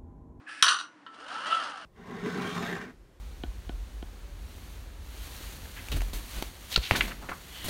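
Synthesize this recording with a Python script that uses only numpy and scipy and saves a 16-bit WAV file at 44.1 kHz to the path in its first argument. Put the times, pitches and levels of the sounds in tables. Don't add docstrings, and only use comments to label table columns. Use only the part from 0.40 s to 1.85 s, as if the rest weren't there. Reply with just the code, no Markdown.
import sys
import numpy as np
from scipy import signal
from scipy.fft import rfft, irfft, next_fast_len
from scipy.io import wavfile
from scipy.ndimage import map_coordinates

SR = 44100
rng = np.random.default_rng(int(sys.argv[2]) if len(sys.argv) > 2 else 0)


def generate_wav(signal):
    frames = np.transpose(np.atleast_2d(signal))
    scaled = np.clip(frames, -1, 1) * 32767
    pcm = np.round(scaled).astype(np.int16)
    wavfile.write(sys.argv[1], SR, pcm)


N = 63945
T = np.arange(N) / SR

# start in seconds, strength in dB, extra gain of the bin's knock in dB.
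CONTACTS = [(0.225, 2.5, -0.5), (0.2431, -20, 14.5), (0.2567, -19, 11), (0.2645, -10.5, 5.5),
            (0.282, -8, 1), (0.2859, -10, -1), (0.2891, -8, -1.5), (.304, -18.5, 11), (0.311, -15.5, 8),
            (0.3184, -23, 8.5), (0.329, -17, -13), (0.343, -19, 6.5), (.366, -24, 4), (0.388, -23, 2.5),
            (0.4, -23.5, 2), (0.41, -28, 9.5), (0.436, -43.5, 14)]
# frequency in Hz, level in dB, 60 dB decay time in seconds.
BIN_MODES = [(1078, -7, 0.1), (1163, 1.5, 0.074), (1242, -7, 0.16), (1460, -2.5, 0.23), (1852, -9.5, 0.15)]
TOKEN_MODES = [(2856, -0.5, 0.088), (3025, 1.5, 0.072), (3030, -4.5, .08), (3867, 1, 0.065),
               (4250, -8, .05), (5590, -6, .13), (5933, -3, 0.22), (5990, -3, .14), (8820, -1.5, 0.059)]
# frequency in Hz, relative level in dB.
KNOCK_SPECTRUM = [(30, -66), (300, -39), (600, -31), (900, -23), (1130, -4), (1480, -1.5), (1750, -12),
                  (2200, -27), (5000, -48.5)]
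CRACK_SPECTRUM = [(500, -45.5), (2300, -17), (2800, 0), (3200, 0.5), (3550, -5), (3850, -0.5), (4400, -2),
                  (5250, -15), (5900, -5), (6300, -15), (8200, -19.5), (8800, -12.5), (9400, -15),
                  (16000, -42)]
THUMP_SPECTRUM = [(20, -2.5), (200, -3), (600, 1), (1000, -7), (2000, -21)]
# time in seconds, frequency in Hz.
MAIN_MESH = [(.70, 200), (.82, 475), (.91, 715), (.95, 840), (1.0, 1020), (1.04, 1110), (1.075, 1290),
             (1.125, 1329), (1.16, 1350), (1.19, 1290), (1.213, 1165), (1.255, 1005), (1.335, 805),
             (1.45, 600)]
SECOND_MESH = [(.96, 450), (1.02, 527.3), (1.10, 652), (1.17, 742), (1.24, 620), (1.32, 442)]
# multiples of the mesh frequency, and their levels in dB.
GEAR_ORDERS = [1, 1.5, 2, 2.5]
ORDER_DB = [0, -2.5, -6, -10]
# time in seconds, level in dB.
GEAR_ENVELOPE = [(.66, -72), (.74, -53.5), (.82, -47.5), (.88, -43.5), (.93, -38.5), (1.02, -37.5),
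                 (1.13, -33.5), (1.22, -35.5), (1.3, -40.5), (1.45, -46.5)]
MODE_ENVELOPE = [(.93, -48), (.98, -34.5), (1.04, -43), (1.08, -34), (1.108, -32.5), (1.128, -19),
                 (1.15, -23), (1.18, -27), (1.225, -49), (1.31, -45), (1.45, -55)]
# frequency in Hz, bandwidth in Hz, gain in dB.
HOUSING_MODES = [(1324, 6.7, -1), (2782, 52, -11.5), (3170, 330, -11), (4530, 77, -18)]
# frequency in Hz, gain in dB.
PANEL_RESPONSE = [(100, -15.5), (400, -11), (720, -6.5), (900, -8), (1100, -7.5), (1300, 0.5), (1800, -3),
                  (2100, -21), (2550, -14), (3000, 5.5), (5000, -17)]
# frequency in Hz, relative level in dB.
GEAR_SPECTRUM = [(88, -81), (150, -29), (297, -20.5), (355, -27.5), (500, -21.5), (1080, -15), (1300, -7),
                 (1420, -8.5), (2030, -21.5), (2570, -25), (2860, -13.5), (3680, -27), (4560, -25),
                 (7960, -41.5), (8870, -34.5), (11000, -50.5), (13000, -85.5)]
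BUZZ_SPECTRUM = [(2400, -32), (2730, -4), (2820, 6), (2950, -0.5), (3250, -12), (3600, -13), (12000, -70)]
WHIRR_SPECTRUM = [(350, -49.5), (600, -25), (750, -32), (1270, -12.5), (1680, -0.5), (1990, -12),
                  (2640, -10), (3830, -20.5), (5420, -18), (6490, -31), (9550, -23.5), (13000, -70.5)]
CLICK_SPECTRUM = [(200, -16.5), (700, -7), (1000, 3.5), (1800, 6), (2300, -17.5), (3000, 0.5), (4800, -18),
                  (6500, -35.5), (12000, -40.5)]
TICK_SPECTRUM = [(500, -11), (1800, -11), (3000, 9.5), (4800, 1.5), (6500, -3), (9200, -8), (12000, -36)]
FAN_SPECTRUM = [(25, -53.5), (102, -19.5), (234, -9), (312, -0.5), (394, -14.5), (538, -12), (716, -11.5),
                (1060, -7.5), (1830, -12), (2190, -17.5), (9390, -39), (15000, -75.5)]
# frequency in Hz, amplitude in dB relative to the whirr.
GRIP_TONES = [(1690, -2), (2555, -8)]
# start in seconds, level in dB, level of the housing's ring in dB.
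CLICKS = [(0.091, -17, -50), (0.664, -16, -44)]
# start in seconds, level in dB.
TICKS = [(.744, -33), (.803, -30.5), (.883, -24.5), (.919, -27), (.942, -22.5), (1.068, -17),
         (1.148, -15.5), (1.236, -17), (1.297, -23.5), (1.375, -30)]
# frequency in Hz, level in dB.
FAN_TONES = [(188, -78.5), (296, -66)]
# frequency in Hz, 60 dB decay time in seconds.
ROOM_DECAY = [(200, 0.46), (1300, 0.25), (4000, 0.19), (10000, 0.18)]
# frequency in Hz, gain in dB.
MIC_RESPONSE = [(10000, -1), (11000, -2.5), (11800, -11), (13000, -24.5), (15800, -32)]


def token():
    soft_hz, ring_limit_db = 10900, -6.5
    out = np.zeros(N)
    for start, db, knock_db in CONTACTS:
        knock = amp(6.5) * burst(KNOCK_SPECTRUM, t60=0.03) + amp(-27.5) * ring(BIN_MODES, detune=.002)
        db_per_octave = 4 * min(db, 0)
        spectrum = [(hz, level + db_per_octave * max(np.log2(hz / soft_hz), 0))
                    for hz, level in CRACK_SPECTRUM]
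        crack = amp(10) * burst(spectrum, t60=.022)
        clink = amp(-26 + min(db, ring_limit_db)) * ring(TOKEN_MODES, detune=.008)
        impact = amp(db) * (amp(knock_db) * knock + crack) + clink
        out += delayed(room(impact, wet_db=-2.0), start)
    return signal.sosfilt(signal.butter(2, 403.4, 'high', fs=SR, output='sos'), out)


def thump():
    return amp(-11.5) * delayed(coloured(signal.unit_impulse(N), THUMP_SPECTRUM), start=.2258)


def gear_whine():
    phase = mesh_phase(MAIN_MESH)
    tones = sum(amp(db + 2 * wobble(40.15)) * np.sin(k * phase) for k, db in zip(GEAR_ORDERS, ORDER_DB))
    progress = np.interp(T, [SECOND_MESH[0][0], SECOND_MESH[-1][0]], [0, 1])
    swell = np.sqrt(np.clip(np.sin(np.pi * progress), 0, 1))
    tones += amp(-4) * swell * np.sin(mesh_phase(SECOND_MESH))
    whine = filtered(envelope(GEAR_ENVELOPE) * tones, lambda hz: amp(along(PANEL_RESPONSE, hz)))
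    return room(amp(-1) * whine, wet_db=-4)


def gear_rattle():
    def housing(f):
        return sum(amp(db) * 1j * f * width / (hz * hz - f * f + 1j * f * width)
                   for hz, width, db in HOUSING_MODES)
    grains = rng.standard_normal(N) * amp(1.5 * wobble(400) + 0.86 * wobble(40.9))
    rattle = unit(coloured(grains, GEAR_SPECTRUM))
    resonance = unit(filtered(noise(GEAR_SPECTRUM), housing))
    return envelope(GEAR_ENVELOPE) * (amp(-0.5) * rattle + amp(-14) * resonance)


def housing_boom():
    peak_s, flutter_hz, buzz_width_s = 1.129, 46.6, 0.027
    flutter = amp(3.5 * np.cos(2 * np.pi * flutter_hz * (T - peak_s)))
    buzz = amp(-33.5) * np.exp(-((T - peak_s) / buzz_width_s) ** 2) * noise(BUZZ_SPECTRUM)
    return envelope(MODE_ENVELOPE) * flutter * sine(HOUSING_MODES[0][0]) + buzz


def gripper():
    on_s, off_s, attack_s, release_s, treble_lag_s = 0.06, 0.21, 0.02, 0.036, 0.009
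    chirp_s, chirp_length_s, chirp_hz, fall_hz_per_s = 0.0672, .024, 1796, 15800
    whirr = noise(WHIRR_SPECTRUM)
    treble = filtered(whirr, lambda hz: hz > 3000)
    tones = sum(amp(db + 2.5 * wobble(37)) * sine(hz, .5 * wobble(200)) for hz, db in GRIP_TONES)
    motor = ramp(on_s, attack_s) * (whirr - treble + tones)
    motor += ramp(on_s + treble_lag_s, attack_s) * treble
    motor *= 1 - ramp(off_s, release_s)
    age = np.maximum(T - chirp_s, 0)
    arch = np.sin(np.pi * np.minimum(age / chirp_length_s, 1))
    chirp = arch * np.sin(2 * np.pi * age * (chirp_hz - fall_hz_per_s * age / 2))
    return amp(-43.5) * chirp + amp(-45.5 + wobble(150)) * motor


def clicks():
    housing = sine(HOUSING_MODES[0][0]) * fade(T, t60=0.79) * (1 - np.exp(-T / 0.003))
    out = np.zeros(N)
    for start, db, ring_db in CLICKS:
        click = room(amp(db) * burst(CLICK_SPECTRUM, t60=0.061), wet_db=-6.5)
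        out += delayed(click + amp(ring_db) * housing, start)
    return out


def ticks():
    train = sum(delayed(amp(db) * burst(TICK_SPECTRUM, t60=.035), start) for start, db in TICKS)
    return room(train, wet_db=-0.5)


def servo_hum():
    return amp(-74) * ramp(MAIN_MESH[0][0], 0.13) * sine(hz=60)


def fans():
    hum = sum(amp(db + 1.2 * wobble(3.3)) * np.sqrt(2) * sine(hz, 1.1 * wobble(60))
              for hz, db in FAN_TONES)
    return amp(-57.5) * noise(FAN_SPECTRUM) + hum


def room(x, wet_db):
    hz, t, bands = signal.stft(rng.standard_normal(SR // 2), SR, nperseg=256)
    tail = signal.istft(bands * fade(t, along(ROOM_DECAY, hz)[:, None]), SR)[1]
    wet = signal.fftconvolve(x, tail / np.linalg.norm(tail))[:N]
    return x + amp(wet_db) * delayed(wet, .002)


def ring(modes, detune):
    t = T[:SR // 2]
    x = np.zeros(len(t))
    for hz, db, t60 in modes:
        gain = rng.choice([-1, 1]) * amp(db + 2.5 * rng.normal())
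        pitch = hz * (1 + detune * rng.normal())
        x += gain * fade(t, t60) * np.sin(2 * np.pi * pitch * t)
    return np.pad(x, (0, N - len(t)))


def mesh_phase(curve, waver=.006):
    hz = np.interp(T, *np.transpose(curve)) * (1 + waver * wobble(120))
    return 2 * np.pi * np.cumsum(hz) / SR


def burst(spectrum, t60):
    x = coloured(rng.standard_normal(N) * fade(T, t60), spectrum)
    return x / np.linalg.norm(x)


def noise(spectrum):
    return unit(coloured(rng.standard_normal(N), spectrum))


def coloured(x, spectrum):
    size = 2 * N
    gain = unit(amp(along(spectrum, np.fft.rfftfreq(size, 1 / SR))))
    cepstrum = irfft(np.log(gain))
    cepstrum[1:N] *= 2
    cepstrum[N + 1:] = 0
    return irfft(rfft(x, size) * np.exp(rfft(cepstrum)))[:N]


def filtered(x, response):
    size = next_fast_len(2 * N)
    return irfft(rfft(x, size) * response(np.fft.rfftfreq(size, 1 / SR)), size)[:N]


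def along(points, hz):
    knots, values = np.transpose(points)
    return np.interp(np.log(hz + 1), np.log(knots + 1), values)


def wobble(rate):
    return map_coordinates(rng.standard_normal(N), [T * rate + 2])


def envelope(points):
    return amp(np.interp(T, *np.transpose(points), left=-120))


def fade(t, t60):
    return 1000. ** (-np.maximum(t, 0) / t60)


def ramp(start, seconds):
    return np.clip((T - start) / seconds, 0, 1)


def delayed(x, start):
    return np.pad(x, (max(round(start * SR), 0), 0))[:N]


def sine(hz, phase=0):
    return np.sin(2 * np.pi * hz * T + phase)


def amp(db):
    return 10 ** (np.asarray(db) / 20)


def unit(x):
    return x / np.sqrt(np.mean(x ** 2) + 1e-20)


def scene():
    drop = token() + thump() + gripper()
    swing = clicks() + gear_whine() + gear_rattle() + servo_hum() + ticks() + housing_boom()
    return (drop + swing + fans())[None]


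def record(dry):
    ceiling, top_hz = .85, 15800
    x = filtered(dry[0], lambda hz: amp(along(MIC_RESPONSE, hz)))
    x = x / (1 + np.abs(x / ceiling) ** 4) ** (1 / 4)
    return filtered(x, lambda hz: 1 / np.sqrt(1 + (hz / top_hz) ** 80))[None]


dry = scene()
out = record(dry)
generate_wav(out)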